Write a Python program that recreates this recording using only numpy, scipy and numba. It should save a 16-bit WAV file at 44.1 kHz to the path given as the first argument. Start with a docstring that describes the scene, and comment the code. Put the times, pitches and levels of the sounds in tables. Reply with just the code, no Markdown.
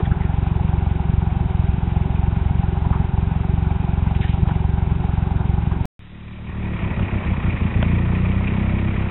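"""A three-cylinder diesel tractor ticks over in a field with a baler rattling, rustling and whining behind it.
Filtered noise makes the clatter of the block; a struck-panel ring makes the knock; a pressure push with pipe
echoes makes each exhaust puff. After a short silence the engine is heard from a second spot: the level rises at
first and the engine revs, then it skips firings as the governor cuts fuel, with linkage clanks, and pulls
again. A small narrow-band microphone rounds the peaks and adds hiss."""
import sys
import numpy as np
from scipy import signal
from scipy.io import wavfile
from scipy.ndimage import uniform_filter1d
from numba import njit

SR = 44100
rng = np.random.default_rng(int(sys.argv[2]) if len(sys.argv) > 2 else 0)


def rack_gain(trim_db):
    """Turn a fader trim in dB into the linear factor to multiply a signal by."""
    fader = np.asarray(trim_db, float)
    return 10 ** (fader / 20)


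def output_pcm(signal):
    """Save a mono or channel-first signal as 16-bit PCM at the path in sys.argv[1].

    Samples are clipped to [-1, 1] before scaling.
    """
    pcm = np.clip(np.atleast_2d(signal).T, -1, 1) * 32767
    wavfile.write(sys.argv[1], SR, np.round(pcm).astype(np.int16))


N = 401310

# All source levels are those ahead of the microphone.
# Baler rattles. Each row: start in seconds, length in seconds, centre in Hz, level in dB.
RATTLES = [(0, 0.013, 420, -23), (0.048, 0.017, 1800, -39), (0.052, 0.015, 3300, -41.5),
           (0.111, 0.021, 1450, -34), (0.204, 0.047, 2050, -42), (2.848, 0.016, 944, -32.5),
           (2.926, 0.04, 1060, -32), (4.221, 0.038, 1840, -34.5), (4.485, 0.013, 655, -25.5),
           (4.505, 0.013, 1476, -34), (5.093, 0.055, 1165, -42), (5.713, 0.0098, 850, -27.5),
           (8.472, 0.015, 2420, -30)]
RATTLE_WIDTH_HZ = 510
# Dry hay rustling through. 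Each row: start in seconds, length in seconds, level in dB.
RUSTLES = [(4.146, 0.035, -40.5), (4.209, 0.054, -36), (4.277, 0.074, -39.5), (4.477, 0.028, -44.5)]
RUSTLE_HZ, RUSTLE_WIDTH_HZ = 2550, 2000
# Linkage clanks. Each row: start in seconds, level in dB.
CLANKS = [(6.994, -30.5), (7.248, -35), (7.666, -36), (7.826, -21)]
# Bands of every clank. Each row: centre in Hz, width in Hz, level in dB over the clank's, length in seconds.
LINKAGE = [(580, 400, 0, 0.0067), (1580, 700, 0.5, 0.0046), (2930, 1100, -4, 0.0033)]
# Gearbox whine near the baler. Each row: multiple of the firing rate, level in dB.
WHINE = [(16.15, -49.5), (17.4, -46.5)]
# Engine speed: the governor hunts under the baler's load, then the engine revs, falls and pulls.
# Each row: time in seconds, firings per second in Hz.
FIRING = [(0.0, 21.93), (0.19, 22.83), (1.15, 22.42), (1.6, 21.12), (2.22, 22.53), (2.98, 21.91),
          (3.61, 22.96), (4.02, 22.07), (4.49, 22.71), (5.9, 22.14), (6.0, 34.79), (6.17, 37.43),
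          (6.62, 37.5), (6.99, 33.57), (7.7, 28.07), (8.58, 32.27), (9.1, 33.47)]
# Listening spots. Each row: first firing in seconds, end in seconds.
SPOTS = [(.0315, 5.9), (6.022, 9.1)]
# Stretch of silence between the spots: start in seconds, end in seconds.
SILENCE = (5.8551, 5.9924)
# Stretch in which only two firings in five take fuel: start in seconds, end in seconds.
SKIPPING = (6.76, 7.745)
# Firings that burn late and leave the pipe in an odd shape.
# Each row: time in seconds, level in dB over a usual puff.
LATE_BURNS = [(0.114, 4), (0.166, -3), (0.606, -0.5), (1.05, -3), (1.093, 2), (1.321, -2), (1.364, -1.5),
              (1.455, -1.5), (1.504, -3.5), (1.737, -1.5), (2.505, 0), (2.55, -1), (2.592, 3), (2.863, 1),
              (3.088, -5), (3.758, -2), (4.4273, 5), (4.87, -0.5), (4.916, 2.5), (4.959, -2), (5.45, -1),
              (5.631, -4), (6.496, 3.5), (6.797, -4), (6.914, -2.5), (7.031, -0.5), (7.263, -3),
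              (7.382, -2.5), (7.544, -3.5)]
# Engine loudness, a row per spot. Each row: usual firing rate in Hz, exhaust in dB, clatter reference in dB.
LEVELS = [(22.01, -17, -38), (31.37, -20, -35)]
# Swell at the second spot. Each row: time in seconds, gain in dB.
SWELL = [(6.0, -19.5), (6.2, -13.5), (6.4, -11), (6.63, -3), (6.85, 2)]
# Resonances of block and panels, a list per spot. Each row: centre in Hz, width in Hz, relative level in dB.
BLOCK_MODES = [
    [(270, 33, -6), (368, 41, -2.5), (802, 216, -1.5), (874, 260, -6), (1450, 300, -8.5), (2360, 760, -10),
     (3300, 1400, -23)],
    [(236, 140, 0.5), (375, 110, -3), (612, 290, -3), (958, 316, -1.5), (1280, 530, -5), (1867, 180, -5),
     (2324, 410, -1.5), (3170, 610, -15.5)],
]
# Panel modes rung by the combustion knock, a list per spot.
# Each row: frequency in Hz, relative level in dB, decay by 60 dB in seconds.
KNOCK_MODES = [
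    [(807.3, 2, 0.062), (903, -7, 0.044), (1450, -13.5, 0.018)],
    [(1009, -3.5, 0.046), (1940, -1.5, 0.073), (2472, 2.5, .04)],
]
# Knock, a row per spot. Each row: level in dB over the clatter reference, lead on the puff in seconds
# (negative lags), extra of the worn cylinder in dB, scatter in dB.
KNOCKING = [(-3, .0085, 8, 1.5), (-12, -.012, 0, 4)]
# Exhaust pipe echoes, a list per spot. Each row: delay in ms (negative leads), gain in dB.
PIPE_ECHOES = [
    [(-5.5, -11), (11.5, -10), (25, -16)],
    [(-5, -1.5), (10.5, -4.5), (21, -9)],
]
# Silencer and bonnet modes rung by each puff, a list per spot.
# Each row: frequency in Hz, level in dB relative to the push, decay by 60 dB in seconds.
SILENCER_MODES = [
    [(68.8, -12, 0.12), (147, -28.5, 0.026)],
    [(66.6, -8.5, 0.072), (88.3, -21, 0.11), (148, -17, 0.04), (172.5, -16, 0.067), (222.6, -19.5, 0.17),
     (327, -24.5, 0.18)],
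]
# Above the usual speed less fuel burns: softer puffs and slightly duller clatter (and the reverse below it).
PUFF_DB_PER_HZ, TILT_DB_PER_OCTAVE_PER_HZ = -0.57, -0.02
# Microphone: hiss ahead of the top edge, edge frequency, constant offset of the waveform.
HISS_DB, TOP_HZ, OFFSET = -51.5, 3874, -0.004


@njit
def svf(x, hz, width):
    """Second-order resonance: a state-variable band-pass with gain 1 at the centre."""
    y, b, l = np.empty(len(x)), 0., 0.
    g, k = np.tan(np.pi * hz / SR), width / hz
    for i in range(len(x)):
        v = (b + g * (x[i] - l)) / (1 + g * (g + k))
        b, l, y[i] = 2 * v - b, l + 2 * g * v, k * v
    return y


def unit(x):
    """Normalisation to an rms value of 1."""
    return x / np.sqrt(np.mean(x ** 2))


def walk(rate):
    """Slow random fluctuation: levels held 1 / rate seconds and slewed twice, with a spread near 1."""
    k = int(SR / rate)
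    held = np.repeat(rng.standard_normal(N // k + 1), k)
    return 1.4 * uniform_filter1d(uniform_filter1d(held, k), k)[:N]


def ring(modes, size=4096):
    """Modal decay: a struck body sounds as a sum of exponentially decaying sines."""
    t = np.arange(size) / SR
    return sum(rack_gain(db) * np.sin(2 * np.pi * hz * t) * np.exp(-np.log(1000) * t / t60) for hz, db, t60 in modes)


def grainy_burst(length, hz, width, db):
    """Friction and impact noise: uneven grains start at once, die as a Gaussian and excite one resonance."""
    u = np.arange(int(.2 * SR)) / (length * SR)
    grain_db = 2 * np.repeat(rng.standard_normal(len(u) // 64 + 1), 64)[:len(u)]
    grains = rng.standard_normal(len(u)) * rack_gain(grain_db)
    # a narrow band passes less noise power, so it is raised to match
    gain = rack_gain(db) * np.sqrt(SR / width / (np.pi / 2))
    return gain * svf(svf(grains * np.exp(-u ** 2), hz, width), hz, width)


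def baler():
    """Superposition of separate noise bursts: rattles, rustles of hay and linkage clanks."""
    bursts = [(s, length, hz, RATTLE_WIDTH_HZ, db) for s, length, hz, db in RATTLES]
    bursts += [(s, length, RUSTLE_HZ, RUSTLE_WIDTH_HZ, db) for s, length, db in RUSTLES]
    bursts += [(s, length, hz, width, db + part_db) for s, db in CLANKS for hz, width, part_db, length in LINKAGE]
    out = np.zeros(N)
    for s, length, hz, width, db in bursts:
        burst = grainy_burst(length, hz, width, db)
        i = int(s * SR)
        out[i:i + len(burst)] += burst
    return out


def gearbox_whine(cycles):
    """Gear-mesh tones: sines at fixed multiples of the firing rate, wavering in level."""
    return sum(rack_gain(db + 1.9 * walk(7.2)) * np.sin(2 * np.pi * order * cycles) for order, db in WHINE)


def boom():
    """Broad low resonance: intake drone and panel boom as noise about 100 Hz fill the gaps between puffs."""
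    return unit(svf(svf(rng.standard_normal(N), 100., 120.), 100., 120.))


def clatter(cycles, modes, beat_db, lead, tilt_db):
    """Modulated resonant noise: valve gear swells once a firing, each band a little early or late, and flickers."""
    out = 0
    for hz, width, db in modes:
        swell_db = beat_db * np.cos(2 * np.pi * (cycles + lead + .12 * walk(30)))
        flicker_db = 1.4 * walk(40)
        noise = rack_gain(swell_db + tilt_db * np.log2(hz / 1000) + flicker_db) * rng.standard_normal(N)
        # two wider passes in series make up the stated width
        band = svf(svf(noise, hz, 1.58 * width), hz, 1.58 * width)
        out = out + rack_gain(db) * np.sqrt(100 / width) * band
    return unit(out)


def knocks(at, count, modes, lead_s, worn_db, scatter_db, rise_s=.0012):
    """Impulse response: a soft-edged blow once a firing rings the panels; a worn cylinder may knock hardest."""
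    blow_db = worn_db * (count % 3 == 1) + scatter_db * rng.standard_normal(len(at))
    blows = np.zeros(N)
    blows[np.minimum(at - int(lead_s * SR), N - 1)] = rack_gain(blow_db)
    body = ring(modes)
    soft_edge = 1 - np.exp(-(np.arange(len(body)) / SR / rise_s) ** 2)
    sound = signal.fftconvolve(blows, body * soft_edge)[:N]
    return sound / np.std(sound[at[0]:at[-1]])


def puff(echoes, modes, low_hz, width_ms=2.122, dip=0.63, split_hz=125):
    """Pipe reflection: a push with a dip either side, its echoes and rings, as analytic deep and upper halves."""
    ms = (np.arange(16384) - 2048) * 1000 / SR
    push = 0
    for lag, db in [(0.004, 0.015)] + echoes:
        u = (ms - lag) / width_ms
        push = push + rack_gain(db) * (1 - dip * u ** 2) * np.exp(-.5 * u ** 2)
    # the rings set in 100 samples ahead of the push's centre
    push[1948:] += ring(modes, size=16384 - 1948)
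    # a high-pass makes each push swing back below zero
    push = signal.sosfilt(signal.butter(2, low_hz, "high", fs=SR, output="sos"), push)
    deep = signal.sosfiltfilt(signal.butter(2, split_hz, fs=SR, output="sos"), push)
    return signal.hilbert(deep), signal.hilbert(push - deep)


def exhaust(at, count, halves, twist, scatter_db, loaded, late_twists=(1.2, .8), skipped_db=-11, slap_lag=300):
    """Pulse train: a puff per firing, its halves varying apart; skipped ones are faint, late ones change shape."""
    late_s, late_db = np.transpose(LATE_BURNS)
    normal = np.abs(at[:, None] / SR - late_s).min(axis=1) > .012
    skipped = (at > SKIPPING[0] * SR) & (at < SKIPPING[1] * SR) & (count % 5 > 1)
    chance, out = rng.standard_normal((len(at), 4)), 0
    for k, half in enumerate(halves):
        db = scatter_db * chance[:, k] + skipped_db * skipped
        # turning the phase (radians) of an analytic half alters its shape, not its strength
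        phase = twist * chance[:, 2 + k]
        train, late = np.zeros(N, complex), np.zeros(N)
        train[at[normal]] = (rack_gain(db) * np.exp(1j * phase))[normal]
        late[(late_s * SR).astype(int)] = rack_gain(late_db)
        # under load a late burn runs the puff backwards: weak push, suck, then the slap (lag in samples)
        backwards = half[::-1][len(half) - 4097 - int(slap_lag):]
        odd = backwards if loaded else half * np.exp(1j * late_twists[k])
        usual_puffs = signal.fftconvolve(train, half)[:N + 2048]
        late_puffs = signal.fftconvolve(late, odd)[:N + 2048]
        out = out + (usual_puffs + late_puffs)[2048:].real
    return out


def tractor():
    """Periodic excitation: whine, clatter, knock and exhaust follow one firing clock, as heard from each spot."""
    t, out = np.arange(N) / SR, 0
    firing = np.interp(t, *np.transpose(FIRING))
    turns = np.cumsum(firing) / SR
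    for spot, (first, end) in enumerate(SPOTS):
        usual_hz, exhaust_db, clatter_db = LEVELS[spot]
        over = firing - usual_hz
        # only the second spot swells in
        swell_db = spot * np.interp(t, *np.transpose(SWELL))
        cycles = turns - turns[int(first * SR)]
        heard = (t > SILENCE[1] * spot) & (t <= end)
        at = np.nonzero(heard[1:] & (np.diff(np.floor(cycles)) > 0))[0]
        count = np.round(cycles[at])
        if spot == 0:
            out = gearbox_whine(cycles) * heard

        tilt_db = TILT_DB_PER_OCTAVE_PER_HZ * over * heard
        block = clatter(cycles, BLOCK_MODES[spot], beat_db=(1.6, 3)[spot], lead=(.05, .45)[spot], tilt_db=tilt_db)
        knock_db, lead_s, worn_db, scatter_db = KNOCKING[spot]
        knock = knocks(at, count, KNOCK_MODES[spot], lead_s, worn_db, scatter_db)
        high = rack_gain((3, 1)[spot]) * block + rack_gain(knock_db) * knock

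        halves = puff(PIPE_ECHOES[spot], SILENCER_MODES[spot], low_hz=(35, 45)[spot])
        puffs = exhaust(at, count, halves, twist=(.4, .17)[spot], scatter_db=(1.9, 1.5)[spot], loaded=spot == 0)
        low = puffs / np.sqrt(np.mean(puffs[heard] ** 2)) + rack_gain((-14, -12)[spot]) * boom()

        engine = rack_gain(exhaust_db + PUFF_DB_PER_HZ * over) * low + rack_gain(clatter_db) * high
        out = out + heard * rack_gain(swell_db) * engine
    return out


def scene():
    """Superposition of tractor and baler in the open field, on one channel."""
    return (tractor() + baler())[None]


def low_pass(x):
    """Removes everything above the highest recorded frequency."""
    return signal.sosfilt(signal.butter(12, 16500, fs=SR, output="sos"), x)


def record(dry):
    """Saturation and band limiting: rounded peaks, hiss, a steep top edge, a small offset, an abrupt silence."""
    t = np.arange(N) / SR
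    hiss = rack_gain(HISS_DB) * unit(svf(rng.standard_normal(N), 2600., 4000.))
    rounded = np.tanh(1.168 * dry) / 1.23
    top_edge = signal.ellip(10, .3, 75, TOP_HZ, fs=SR, output="sos")
    narrow = signal.sosfilt(top_edge, rounded + hiss) + OFFSET
    sounding = (t < SILENCE[0]) | (t > SILENCE[1])
    return low_pass(narrow * sounding)


dry = scene()
out = record(dry)
output_pcm(out)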